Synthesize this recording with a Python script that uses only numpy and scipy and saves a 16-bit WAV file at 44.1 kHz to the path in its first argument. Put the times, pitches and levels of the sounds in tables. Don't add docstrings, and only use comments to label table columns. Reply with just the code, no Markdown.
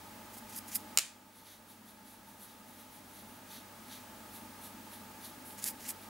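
import sys
import numpy as np
from scipy import signal
from scipy.fft import rfft, irfft
from scipy.io import wavfile

SR = 44100
rng = np.random.default_rng(int(sys.argv[2]) if len(sys.argv) > 2 else 0)


def unload_wav(signal):
    wavfile.write(
        sys.argv[1],
        SR,
        np.round(np.clip(np.atleast_2d(signal).T, -1, 1) * 32767).astype(np.int16),
    )


def rack_gain(trim_db):
    fader = np.asarray(trim_db, float)
    return 10 ** (fader / 20)


N = 268549

# f/Hz, density/dB per Hz
AIR_SPECTRUM = [(25, -17), (45, -16), (70, -15), (130, -13.5), (170, -11), (250, -4), (350, -12),
                (700, -14.5), (1450, -16), (2500, -19.5), (4150, -22.5), (7500, -24), (11000, -23.5),
                (15500, -24)]
# f/Hz, width/Hz, level/dB rms
HOUSING_HUMPS = [(199.6, 8.2, -63.5), (221.4, 9.8, -62), (253.4, 9.9, -63.5), (302, 24, -67),
                 (613.6, 89, -65.5), (863.6, 100, -58.5), (1241, 120, -64.5), (1648, 61, -71)]
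# f/Hz, level/dB rms
STEADY_TONES = [(99.8, -65.5), (50.7, -78.5), (15625, -68.5), (15675, -79), (15575, -82), (15725, -85),
                (15525, -79)]
# f/Hz, side minus mid/dB
DRONE_WIDTH = [(60, -32), (110, -15.5), (200, -29), (380, -9), (700, -11), (1290, -6.5), (2380, -5),
               (4400, -5.5), (8120, -8.5), (15000, -10.5)]

# f/Hz, T60/s
ROOM_T60 = [(1000, 0.36), (3000, 0.36), (7500, 0.31), (11000, 0.29), (15000, .12)]
# f/Hz, density/dB per Hz
KNOCK_OFF_WALLS = [(350, -52), (600, -11), (832, -16), (902, -18), (979, -13.5), (2540, -5.5), (5900, -7.5),
                   (7040, -4), (15500, -13.5)]

# t/s, peak level/dB
KNOCKS = [
    (0.9739, -5),
    (0.9861, -9),
    (0.992, -17),
    (0.998, -38),
    (.9990, -42),
]
# f/Hz, level/dB
CASE_MODES = [(800, -18.5), (1330, -16), (2200, -6.5), (2900, -6.5), (4000, -4.5), (5000, 0), (5550, -3.5),
              (6850, 1.5), (7450, -1), (8350, -4), (9300, -3), (10600, -11), (11500, -10), (12500, -4),
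              (14700, -13), (15600, -16)]
# f/Hz, level/dB, T60/s
LINGERING_MODES = [(327, -54, .06), (497, -48.5, 0.052), (2500, -48, .2), (2680, -43, 0.23),
                   (2760, -56, .2), (6850, -51, .35), (6900, -48, .35), (7100, -51, .35), (7175, -50, .35),
                   (7260, -52, .35), (7370, -48, 0.38), (7460, -52, .3)]
# t/s, peak level/dB, f/Hz
RIM_TICKS = [(.5880, -30, 10500), (.5885, -32, 4900), (0.7566, -19, 11800), (0.7615, -26, 9600),
             (3.927, -35, 4500), (5.508, -35, 4520), (5.6416, -13, 10200), (5.67, -33, 7000),
             (5.675, -26, 11100), (5.6795, -31, 11000), (5.8855, -35, 11500), (5.894, -46, 10500),
             (5.905, -24, 10500)]

# t/s, hold/s, bright level/dB, dull against bright/dB, pan ring against bright/dB
SWIRLS = [(.338, .014, -56, -4, -4), (.372, 0.017, -54, -6, 0), (.495, .015, -56.5, -1.5, -9),
          (.525, .03, -55, 0, -11), (.563, 0.024, -45, -8, -2), (.680, 0.017, -53, -2, -12),
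          (.718, .028, -51, 1.5, -11), (.756, 0.0025, -32.5, -9, -1.5), (.790, 0.017, -64, 0, -6),
          (5.585, 0.015, -51, -0.5, -12), (5.626, 0.011, -51, 1.5, -12), (5.642, 0.0099, -41.5, -9, -9),
          (5.660, 0.014, -40.5, -3.5, -10), (5.676, 0.012, -38, -6, -8), (5.700, 0.0075, -46.5, -8, -1),
          (5.805, .04, -56.5, 0, -10), (5.855, .025, -52.5, 2, -18), (5.888, 0.019, -39.5, -8, -8)]
# f/Hz, density/dB per Hz
BRIGHT_GRIT = [(5500, -32), (8000, -0.5), (10500, 2.5), (13000, -1), (15000, -1), (16000, -28)]
# f/Hz, density/dB per Hz
DULL_GRIT = [(900, -18), (2000, -1), (3500, -5), (5000, -2), (7000, 1), (9500, -27)]
# f/Hz, width/Hz, level/dB
PAN_MODES = [(4940, 130, -8), (8370, 170, -18), (10400, 280, -6), (12430, 170, 1.5), (14850, 270, -3)]

# t/s, hold/s, tips level/dB, belly against tips/dB
STROKES = [(1.365, 0.039, -62.5, -3), (1.470, .07, -60, 0.5), (1.700, 0.022, -59.5, -5),
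           (1.890, .005, -59, -4.5), (2.075, .06, -60, -5), (2.285, 0.018, -61, -8),
           (2.420, 0.019, -53.5, -8), (2.490, 0.035, -64.5, -1), (2.685, .01, -62, -7),
           (2.735, .01, -63, -7), (2.795, 0.018, -59, -3.5), (2.930, 0.04, -60, -7), (3.090, .04, -65, -5),
           (3.160, .04, -58, -2.5), (3.270, 0.091, -64.5, -6), (3.515, 0.053, -54.5, 0.5),
           (3.880, .02, -62, -6), (3.922, .012, -54.5, 3), (3.955, 0.018, -58, -2),
           (4.355, .005, -51, -6.5), (4.645, 0.009, -50.5, -6.5), (4.935, .005, -52.5, -4.5),
           (5.250, .005, -49, -3.5), (6.030, .01, -59.5, -4)]
# t/s, hold/s, tips level/dB, belly against tips/dB
TRAILING = (4, 1, -71, -15)
# t/s, hold/s, tips level/dB, belly against tips/dB
HAIR_CATCH = (5.455, .07, -53.5, -13)
# f/Hz, density/dB per Hz
TIPS_SPECTRUM = [(6500, -16.5), (9000, -7), (11000, 0), (13000, -4), (15500, -13)]
# f/Hz, density/dB per Hz
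BELLY_SPECTRUM = [(1600, -5.5), (2700, -10.5), (3600, -0.5), (4600, -3.5), (5200, -11.5), (6100, -3.5),
                  (7200, -15), (9000, -22)]


def rms_one(x):
    return x / np.sqrt(np.mean(x ** 2) + 1e-20)


def at_hz(points, hz):
    points_hz, values = np.transpose(points)
    return np.interp(np.log(hz), np.log(points_hz), values)


def bins_hz():
    return np.arange(1, N // 2 + 2) * SR / N


def coloured(x, spectrum):
    closed = [(spectrum[0][0] / 2, -60), *spectrum, (spectrum[-1][0] * 2, -60)]
    return rms_one(irfft(rfft(x) * rack_gain(at_hz(closed, bins_hz())), N))


def resonate(x, hz, width_hz):
    r = np.exp(-np.pi * width_hz / SR)
    zeros = np.array([1, 0, -1]) * (1 - r * r) / 2
    return signal.lfilter(zeros, [1, -2 * r * np.cos(2 * np.pi * hz / SR), r * r], x)


def ring(clicks, hz, t60):
    r = rack_gain(-60 / (t60 * SR))
    w = 2 * np.pi * hz / SR
    return signal.lfilter([0, np.sin(w)], [1, -2 * r * np.cos(w), r * r], clicks + 1e-18)


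def highpass(x, hz):
    return signal.sosfilt(signal.butter(2, hz, "high", fs=SR, output="sos"), x)


def slips(per_s, spread_db):
    sizes = rack_gain(spread_db * np.minimum(rng.exponential(1, N), 5))
    signs = rng.choice([-1, 1], N)
    return rms_one(sizes * signs * (rng.random(N) < per_s / SR))


def touches(rows, rise_db_per_s, fall_db_per_s):
    s, hold, db, *against = np.transpose(rows)[:, :, None]
    t = np.arange(0, N + 32, 32) / SR
    rise = rise_db_per_s * np.maximum(s - t, 0)
    fall = fall_db_per_s * np.maximum(t - s - np.abs(hold), 0)
    shape_db = db - rise - fall
    gains = []
    for offset_db in (0, *against):
        total = np.sqrt(np.sum(rack_gain(shape_db + offset_db) ** 2, axis=0))
        gains.append(np.interp(np.arange(N) / SR, t, total))
    return gains


def placed(x, pan_db, apart):
    echo = apart * np.roll(x, 23)
    return np.array([x + echo, x - echo]) * rack_gain(np.array([[pan_db], [-pan_db]]) / 2)


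def gain_control():
    rest_db, duck_db, duck_s, creep_db_per_s = -0.5, 8, 0.03, 2.5
    after = np.arange(N) / SR - KNOCKS[0][0]
    onset = np.clip(after / duck_s, 0, 1)
    return rack_gain(rest_db - onset * np.maximum(duck_db - creep_db_per_s * after, 0))


def drone():
    white = rng.standard_normal((4, N))
    mid, side = rack_gain(-53.0) * np.array([coloured(w, AIR_SPECTRUM) for w in white[:2]])
    for hz, width_hz, db in HOUSING_HUMPS:
        hump = resonate(resonate(white[2:], hz, width_hz), hz, width_hz)
        hump_mid, hump_side = rack_gain(db) * rms_one(hump)
        mid, side = mid + hump_mid, side + hump_side
    side = irfft(rfft(side) * rack_gain(at_hz(DRONE_WIDTH, bins_hz())), N)
    t = np.arange(N) / SR
    for hz, db in STEADY_TONES:
        mid = mid + np.sqrt(2) * rack_gain(db) * np.sin(2 * np.pi * (hz * t + rng.random()))
    return gain_control() * np.array([mid + side, mid - side])


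def room(x):
    t = np.arange(SR // 2) / SR
    edges = 500 * 2 ** np.arange(0, 5.1, .5)
    tail = 0
    for low, high in zip(edges, edges[1:]):
        band_filter = signal.butter(2, [low, high], "band", fs=SR, output="sos")
        band = signal.sosfilt(band_filter, rng.standard_normal((2, len(t))))
        tail = tail + band * rack_gain(-60 * t / at_hz(ROOM_T60, np.sqrt(low * high)))
    build_up = np.minimum(t / 0.0015, 1)
    mid, side = tail * build_up / np.sqrt(np.sum(tail[0] ** 2))
    return signal.fftconvolve(x[None], [mid + .5 * side, mid - .5 * side], axes=1)[:, :N]


def contacts():
    s, db = np.transpose(KNOCKS)
    clicks = np.zeros(N)
    clicks[(s * SR).astype(int)] = rack_gain(db)
    return clicks


def lingering():
    modes = enumerate(LINGERING_MODES)
    return sum(rack_gain(db) * (-1) ** k * ring(contacts(), hz, t60) for k, (hz, db, t60) in modes)


def knocks():
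    handle_db, handle_s = -10, 0.00068
    ferrule = contacts()
    both = ferrule + rack_gain(handle_db) * np.roll(ferrule, round(handle_s * SR))
    rings = 0
    for k, (hz, db) in enumerate(CASE_MODES):
        t60 = .009 * (5000 / hz) ** .3
        rings = rings + rack_gain(db - 8.0) * (-1) ** k * ring(both, hz, t60)
    return highpass(rings, 600)


def ticks():
    out = np.zeros(N)
    t = np.arange(300) / SR
    for s, db, hz in RIM_TICKS:
        pair = np.sin(2 * np.pi * hz * t) - 0.5 * np.sin(2 * np.pi * 0.46 * hz * t)
        start = int(s * SR)
        out[start:start + len(t)] += rack_gain(db) * pair * np.exp(-t / .00025)
    return highpass(out, 2500)


def cheek():
    rise_db_per_s, catch_rise_db_per_s, fall_db_per_s = 330, 1500, 239
    tips = coloured(slips(14000, 3.2), TIPS_SPECTRUM)
    belly = coloured(slips(9000, 2.7), BELLY_SPECTRUM)
    sweeps = touches([*STROKES, TRAILING], rise_db_per_s, fall_db_per_s)
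    catch = touches([HAIR_CATCH], catch_rise_db_per_s, fall_db_per_s)
    tips_gain, belly_gain = np.hypot(sweeps, catch)
    return tips_gain * tips + belly_gain * belly


def pan_swirls():
    rise_db_per_s, fall_db_per_s = 1200, 1204
    grit = slips(9000, 3.3)
    bright, dull = coloured(grit, BRIGHT_GRIT), coloured(grit, DULL_GRIT)
    modes = [rack_gain(db) * rms_one(resonate(grit, hz, width_hz)) for hz, width_hz, db in PAN_MODES]
    metal = rms_one(sum(modes))
    bright_gain, dull_gain, ring_gain = touches(SWIRLS, rise_db_per_s, fall_db_per_s)
    return bright_gain * bright + ring_gain * metal + dull_gain * dull


def scene():
    tick, swirls, strokes = ticks(), pan_swirls(), cheek()
    near = placed(knocks() + lingering() + tick, pan_db=-0.5, apart=0.14)
    near = near + placed(swirls, pan_db=-1.0, apart=0.17)
    near = near + placed(strokes, pan_db=-0.4, apart=0.15)
    radiated = rack_gain(-60.5) * coloured(contacts(), KNOCK_OFF_WALLS)
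    radiated = radiated + rack_gain(-20.0) * tick + rack_gain(-24.5) * (swirls + strokes)
    return near + room(radiated) + drone()


def band_limit(x):
    return signal.sosfilt(signal.butter(12, 17090, fs=SR, output="sos"), x)


def record(dry):
    rounded = .8 * np.tanh(dry / .8)
    top_cut = signal.ellip(8, .25, 26, 15790, fs=SR, output="sos")
    mix = signal.sosfiltfilt(top_cut, rounded)
    return band_limit(mix)


dry = scene()
out = record(dry)
unload_wav(out)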